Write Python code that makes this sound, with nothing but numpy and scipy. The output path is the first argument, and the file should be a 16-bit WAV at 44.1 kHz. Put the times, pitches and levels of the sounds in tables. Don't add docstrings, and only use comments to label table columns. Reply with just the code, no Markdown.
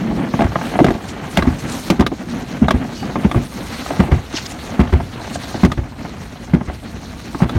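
import sys
import numpy as np
from scipy import signal
from scipy.fft import rfft, irfft, next_fast_len
from scipy.io import wavfile
from scipy.ndimage import uniform_filter1d, minimum_filter1d, map_coordinates

SR = 44100
rng = np.random.default_rng(int(sys.argv[2]) if len(sys.argv) > 2 else 0)


def persist_wave(psi):
    counts = np.round(np.clip(psi, -1, 1) * 32767).astype(np.int16)
    wavfile.write(sys.argv[1], SR, np.atleast_2d(counts).T)


N = 334278

# (time [s], wheel drone [dB], shell chatter [dB])
RIDE_LEVELS = [(0.0, -19.5, -32), (0.82, -28, -28), (1.08, -28, -31), (2.17, -31.5, -39), (2.3, -26.5, -36),
               (2.6, -28, -33), (3.02, -25, -36), (3.23, -25, -31.5), (3.48, -29.5, -38.5),
               (4.05, -31, -30.5), (4.27, -40, -42), (4.5, -31, -34), (4.9, -30.5, -31.5),
               (5.11, -37.5, -40.5), (5.18, -32, -27.5), (5.3, -32, -35), (5.62, -29, -32.5),
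               (5.81, -34.5, -38.5), (7.33, -33, -40), (7.58, -29, -34)]
# (time [s], rear axle's lag [s], then for the front axle and again for the rear:
# boom [dB], boom pitch [Hz], heave [dB], crunch [dB])
SEAM_CROSSINGS = [(0.391, 0.048, -17, 210, -33, -27, -21, 130, -8, -23),
                  (0.79, 0.08, -17, 310, -31, -37, -6, 260, -11, -16),
                  (1.374, 0.095, -2, 183, -7.5, -11.5, -7.5, 246, -7.5, -23.5),
                  (1.901, 0.091, -3.5, 200, -21, -17.5, -4, 221, -8, -25),
                  (2.617, .12, -3, 223, -11, -48, -11.5, 220, -11, -30),
                  (3.246, .11, -3, 195, -10, -24, -4, 111, -7, -22.5),
                  (3.993, 0.12, -3.5, 188, -9, -18, -5.5, 129, -2.5, -19.5),
                  (4.792, .132, 2, 207.4, -0.5, -11.5, -24, 190, -0.5, -18.5),
                  (5.633, .14, 7.5, 187, 3, -9, -8, 113, -5, -23.5),
                  (6.534, .14, 1.5, 180.4, -12, -19, -36, 149, -15, -31.5),
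                  (7.418, .13, 2, 176.6, -7.5, -14.5, -7, 122, -9.5, -24)]
# (time [s], level [dB], knock [dB], crack [dB], favoured ring [Hz])
CHASSIS_HITS = [(0.391, -8.5, 4, -39, 850), (0.407, -4.5, 2, -40, 746), (0.419, -5, 1.5, -36, 755),
                (0.79, 0, -5, -56, 600), (0.802, -1.5, 12.5, -65, 554), (0.844, 4, 4, -24.5, 620),
                (0.865, -1, 1, -26.5, 700), (0.885, -7, 9.5, -27, 1150), (0.905, -4, 8, -26.5, 650),
                (1.372, -0.5, 3.5, -17, 587), (1.901, -4, 7, -14.5, 600), (1.996, -12, 2, -20, 1700),
                (2.007, -6, 7, -20.5, 1100), (2.024, -7.5, 2.5, -45, 850), (4.812, -11, 7, -30, 706),
                (5.649, 0.5, 5, -17, 1100)]
# (time [s], level [dB], crack [dB])
LEVER_DROPS = [(1.423, -15.5, -12), (2.064, -17.5, -3), (2.683, -12.5, -17), (2.707, -12, -7.5),
               (3.313, -19, -12), (5.717, -11.5, -7), (7.494, -19, -11)]
# (time [s], level [dB])
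RUB_LEVELS = [(0.0, -45.5), (0.56, -43), (0.66, -37), (0.8, -43.5), (0.97, -39.5), (1.16, -46.5),
              (1.35, -38), (1.52, -43), (1.86, -35.5), (2.05, -51), (2.33, -41.5), (2.65, -47),
              (3.5, -39.5), (3.86, -37.5), (4.22, -45), (4.5, -39.5), (5.0, -45.5), (5.53, -38.5),
              (5.68, -39), (5.93, -47.5), (6.23, -44.5), (6.63, -48), (7.58, -42)]
# (time [s], level [dB], knock [dB])
CHIP_HITS = [(0.11, -29, 16.5), (0.172, -32, 17), (0.338, -20, 7), (0.436, -22, 4), (0.556, -14, -4),
             (0.613, -22, -8), (0.738, -22.5, -3), (0.754, -18.5, -1.5), (0.948, -22.5, 10),
             (2.116, -30, 15), (3.028, -26, -4), (3.156, -17, 2), (3.345, -22.5, 6), (3.861, -25, -4),
             (3.905, -19, 0), (3.935, -27, -6), (4.036, -23.5, 0), (4.083, -28.5, 10), (4.337, -31.5, 9.5),
             (5.0, -24.5, 3.5), (5.355, -24, -5), (5.543, -23.5, 5.5), (5.921, -35, -4), (6.05, -29, 4.5),
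             (6.61, -24, 6.5), (6.698, -27, 0), (7.346, -26, 6), (7.403, -23, 5)]
# (middle time [s], length [s], level [dB], centre [Hz])
WALL_SCUFFS = [(1.096, 0.024, -35.5, 5970), (1.6, 0.015, -35.5, 6300), (1.716, 0.058, -34, 7300),
               (1.78, 0.057, -39, 9000), (1.854, 0.068, -47, 12000), (2.974, 0.088, -40, 4900),
               (4.371, 0.04, -25, 4880), (4.463, 0.014, -30.5, 5400), (4.51, 0.024, -36, 7400),
               (5.348, 0.036, -35, 6800)]

# (frequency [Hz], level [dB], decay by 60 dB [s])
SHELL_MODES = [(582, 1, 0.04), (713, 2.5, 0.046), (856, -1.5, 0.049), (1063, -7.5, 0.067),
               (1190, -0.5, 0.029), (1570, -1, 0.036), (2045, 0, 0.019), (2700, -2, 0.0095),
               (3620, -15, 0.042)]
DECK_MODES = [(134, -16, 0.23), (240.6, -13, 0.17), (353, -15, 0.11)]
LEVER_MODES = [(640, -2, 0.034), (870, -9, 0.032), (1187, -0.5, 0.038), (1550, -3, 0.025),
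               (2020, -10, 0.021), (3360, -14.5, 0.049), (3750, -11.5, 0.038)]

# (frequency [Hz], level [dB])
WHEEL_SPECTRUM = [(60, -46), (120, -5), (175, 0.5), (245, 3), (330, -4.5), (440, -15.5), (700, -16),
                  (2000, -62)]
CHATTER_SPECTRUM = [(250, -7), (450, 4), (580, 1), (730, 3), (980, -1.5), (1200, -1.5), (1700, -3),
                    (3200, -11), (7000, -66)]
KNOCK_SPECTRUM = [(50, -10), (120, -1.5), (220, 3.5), (350, 1), (470, -11.5), (800, -11.5), (3000, -74)]
CRUNCH_SPECTRUM = [(250, -1.5), (480, -2), (650, -7), (1200, -4), (1850, -9), (2080, -5.5), (2350, -11.5),
                   (3200, -17.5), (6000, -30), (16000, -46)]
CRACK_SPECTRUM = [(800, -30), (2000, 9.5), (4000, 5.5), (6200, 0), (8000, -6.5), (16000, -17.5)]
RUB_SPECTRUM = [(900, 5.5), (1850, 2.5), (2080, 4), (2400, 1.5), (3200, 0.5), (4200, 3.5), (4950, -3.5),
                (5500, -1.5), (6500, -2), (7800, -12), (11000, -52)]
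FIZZ_SPECTRUM = [(5000, -15), (7500, -4), (8800, 0.5), (9600, -2.5), (10400, -7.5), (11400, -4.5),
                 (13000, -7.5), (16000, -12.5)]
RUMBLE_SPECTRUM = [(20, -28), (35, -15.5), (52, -3.5), (75, -4.5), (110, -6.5), (170, -13.5), (400, -71)]

TYRE_TOP_HZ = 2400
KNOCK_T60_S, CRACK_T60_S = 0.095, 0.05
BUZZ_DB = -6
SLIPS_PER_S, SPURTS_PER_S = 220, 24


def rolling():
    wheel_db, chatter_db = curves(RIDE_LEVELS)
    jolts_db = 3.4 * wobble(28)
    drone = amp(wheel_db - 0.5 + jolts_db) * noise(WHEEL_SPECTRUM)
    chatter = amp(chatter_db - 3 + jolts_db + 2.4 * wobble(130)) * noise(CHATTER_SPECTRUM)
    return drone + chatter


def seams():
    out = np.zeros(N)
    for s, lag, *blows in SEAM_CROSSINGS:
        for when, (boom_db, boom_hz, heave_db, crunch_db) in ((s, blows[:4]), (s + lag, blows[4:])):
            add(out, when, axle(boom_db, boom_hz, heave_db, crunch_db))
            out += seat_rattle(when, crunch_db - 8)
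    return out


def axle(boom_db, boom_hz, heave_db, crunch_db, heave_hz=70.1, wheel_gap_s=0.012):
    t = np.arange(SR // 2) / SR
    boom = np.sin(2 * np.pi * boom_hz * t) * fade(t, rise=0.01, t60=0.043)
    heave = np.sin(2 * np.pi * heave_hz * t) * fade(t, rise=0.024, t60=0.072)
    deck = amp(-11.5) * modes(DECK_MODES, t, rise=0.0033)
    knock = amp(-11) * burst(KNOCK_SPECTRUM, t, rise=0.0089, t60=0.14)
    shudder = amp(-12) * burst(RUMBLE_SPECTRUM, t, rise=0.026, t60=0.26)
    crunch = burst(CRUNCH_SPECTRUM, t, rise=0.0046, t60=0.12)
    crunch *= amp(3.3 * wobble(SLIPS_PER_S)[:len(t)])
    low_modes = [mode for mode in SHELL_MODES if mode[0] < TYRE_TOP_HZ]
    ring = np.zeros(len(t))
    for s in (0, wheel_gap_s):
        add(ring, s, amp(-7.5) * modes(low_modes, t, rise=0.0018))
    force = np.hypot(amp(boom_db), amp(heave_db - 3.5))
    return (amp(boom_db + 3) * boom + amp(heave_db) * (heave + shudder)
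            + force * (deck + knock) + amp(crunch_db) * (crunch + ring))


def chassis_clacks():
    out, t = np.zeros(N), np.arange(SR // 5) / SR
    for s, db, knock_db, crack_db, hollow_hz in CHASSIS_HITS:
        tilt = 0.14 * (crack_db + 30)
        struck_modes = [(hz, level + tilt * np.log2(hz) + spot_db(hz, hollow_hz), t60)
                        for hz, level, t60 in SHELL_MODES]
        ring = modes(struck_modes, t, rise=0.00026)
        buzz = amp(BUZZ_DB) * burst(CRUNCH_SPECTRUM, t, rise=0.00044, t60=0.06)
        knock = amp(knock_db + 1) * burst(KNOCK_SPECTRUM, t, rise=0.0026, t60=KNOCK_T60_S)
        crack = amp(crack_db + 14.5) * burst(CRACK_SPECTRUM, t, rise=0.001, t60=CRACK_T60_S)
        add(out, s, amp(db - 9) * (ring + buzz + knock + crack))
    return out


def brake_lever():
    out, t = np.zeros(N), np.arange(SR // 5) / SR
    for s, db, crack_db in LEVER_DROPS:
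        knock = amp(1) * burst(KNOCK_SPECTRUM, t, rise=0.0022, t60=KNOCK_T60_S)
        snap = noise(CRUNCH_SPECTRUM, len(t)) + amp(crack_db) * noise(CRACK_SPECTRUM, len(t))
        snap *= fade(t, rise=0.00092, t60=CRACK_T60_S)
        ring = modes(LEVER_MODES, t, rise=0.00073)
        add(out, s, amp(db) * (ring + knock + snap))
    return out


def runners():
    rub_db, = curves(RUB_LEVELS)
    grain_db = 1.4 * wobble(30) + 1.4 * wobble(400)
    rub = amp(rub_db + 3.5 + grain_db + 1.4 * wobble(SPURTS_PER_S)) * noise(RUB_SPECTRUM)
    fizz_db = 1.238 * rub_db + 1.5
    fizz = amp(fizz_db + grain_db + 1.4 * wobble(SPURTS_PER_S)) * noise(FIZZ_SPECTRUM)
    return patchy(rub + fizz, depth_db=2, size=7)


def grit(speck_count=100):
    out = np.zeros(N)
    _, chatter_db = curves(RIDE_LEVELS)
    specks = [(progress * N / SR, chatter_db[int(progress * N)] + 6 * size ** 2 - 3, -2)
              for progress, size in rng.random((speck_count, 2))]
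    for s, db, knock_db in CHIP_HITS + specks:
        add(out, s, tock(db, knock_db))
    return out


def tock(db, knock_db, typical_hz=867):
    t = np.arange(SR // 10) / SR
    hollow_hz = typical_hz * 2 ** rng.normal(0, 0.2)
    low_modes = [(hz, level + spot_db(hz, hollow_hz), t60)
                 for hz, level, t60 in SHELL_MODES if hz < TYRE_TOP_HZ]
    ring = modes(low_modes, t, rise=0.00076)
    buzz = amp(BUZZ_DB) * burst(CHATTER_SPECTRUM, t, rise=0.001, t60=0.062)
    knock = amp(knock_db) * burst(KNOCK_SPECTRUM, t, rise=0.0035, t60=KNOCK_T60_S)
    return amp(db) * (ring + buzz + knock)


def seat_rattle(s, db, length_s=0.085, fall_db=11, count=4):
    out = np.zeros(N)
    for delay in length_s * rng.uniform(0.2, 1, count):
        add(out, s + delay, tock(db - fall_db * delay / length_s, knock_db=0))
    return out


def wall_scuffs():
    out, t = np.zeros(N), np.arange(SR // 2) / SR
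    middle = t[-1] / 2
    for s, length, db, hz in WALL_SCUFFS:
        spectrum = [(hz / 30, -12), (hz / 3.5, -2.5), (hz, 0),
                    (hz * 1.28, -2.5), (hz * 1.7, -20), (hz * 3, -32)]
        swell = np.exp(-2 * ((t - middle) / length) ** 2)
        add(out, s - middle, amp(db) * swell * noise(spectrum, len(t)))
    slips = amp(2.1 * wobble(SLIPS_PER_S))
    return patchy(out * slips, depth_db=3.2, size=3)


def skid_squeak(at_s=3.005, width_s=0.033, pitches_hz=(2920, 4600)):
    t = np.arange(N) / SR
    swell = amp(-41.5) * np.exp(-((t - at_s) / width_s) ** 2)
    return swell * sum(np.sin(2 * np.pi * hz * t + 0.5 * wobble(110)) for hz in pitches_hz)


def air_buffet():
    return amp(-35 + 1.2 * wobble(11)) * noise(RUMBLE_SPECTRUM)


def modes(table, t, rise):
    hz, db, t60 = np.transpose(table)[:, :, None]
    strength, detune, side = rng.standard_normal((3, len(table), 1))
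    hz = hz * (1 + 0.04 * detune)
    db = db + 2.2 * strength
    partials = np.sign(side) * amp(db - 60 * t / t60) * np.sin(2 * np.pi * hz * t)
    ring = partials.sum(axis=0) * (1 - np.exp(-t / rise))
    return ring / np.std(ring[:SR // 100])


def spot_db(hz, hollow_hz, boost_db=8.5, width_octaves=0.28):
    return boost_db * np.exp(-(np.log2(hz / hollow_hz) / width_octaves) ** 2)


def burst(spectrum, t, rise, t60):
    return noise(spectrum, len(t)) * fade(t, rise, t60)


def fade(t, rise, t60):
    shape = (1 - np.exp(-(t / rise) ** 2)) * amp(-60 * t / t60)
    return shape / shape.max()


def patchy(x, depth_db, size):
    spectrogram = signal.stft(x, nperseg=256)[2]
    swells = rng.standard_normal(spectrogram.shape)
    for axis in (0, 1, 0, 1):
        swells = uniform_filter1d(swells, size=size, axis=axis)
    return signal.istft(spectrogram * amp(depth_db * unit(swells)), nperseg=256)[1][:N]


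def noise(spectrum, size=N):
    points_hz, db = np.transpose(spectrum)
    white = rng.standard_normal(size)
    return unit(filtered(white, lambda hz: amp(np.interp(np.log(hz + 1), np.log(points_hz), db))))


def filtered(x, response):
    size = next_fast_len(len(x) + 8192)
    return irfft(rfft(x, size) * response(np.fft.rfftfreq(size, 1 / SR)), size)[:len(x)]


def wobble(rate):
    knots = rng.standard_normal(int(N * rate / SR) + 4)
    return map_coordinates(knots, [np.arange(N) * rate / SR])


def curves(rows):
    times, *columns = np.transpose(rows)
    return [np.interp(np.arange(N) / SR, times, column) for column in columns]


def add(track, s, sound):
    part = track[max(round(s * SR), 0):][:len(sound)]
    part += sound[:len(part)]


def amp(db):
    return 10 ** (np.asarray(db) / 20)


def unit(x):
    return x / np.sqrt(np.mean(x ** 2) + 1e-20)


def limiter(x, ceiling, share, recovery_db_per_s):
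    excess_db = share * 20 * np.log10(np.maximum(np.abs(x) / ceiling, 1))
    climb_db = recovery_db_per_s * np.arange(N) / SR
    cut_db = np.maximum.accumulate(excess_db + climb_db) - climb_db
    return x * uniform_filter1d(minimum_filter1d(amp(-cut_db), size=35), size=35)


def scene():
    return (rolling() + seams() + chassis_clacks() + brake_lever() + runners()
            + grit() + wall_scuffs() + skid_squeak() + air_buffet())[None]


def record(dry, low_cut_hz=26, top_hz=16100):
    ducked = limiter(dry[0], ceiling=0.99, share=0.81, recovery_db_per_s=34)
    held = limiter(ducked, ceiling=0.98, share=1, recovery_db_per_s=900)
    return filtered(held, lambda hz: (hz < top_hz) * hz ** 4 / (hz ** 4 + low_cut_hz ** 4))[None]


dry = scene()
out = record(dry)
persist_wave(out)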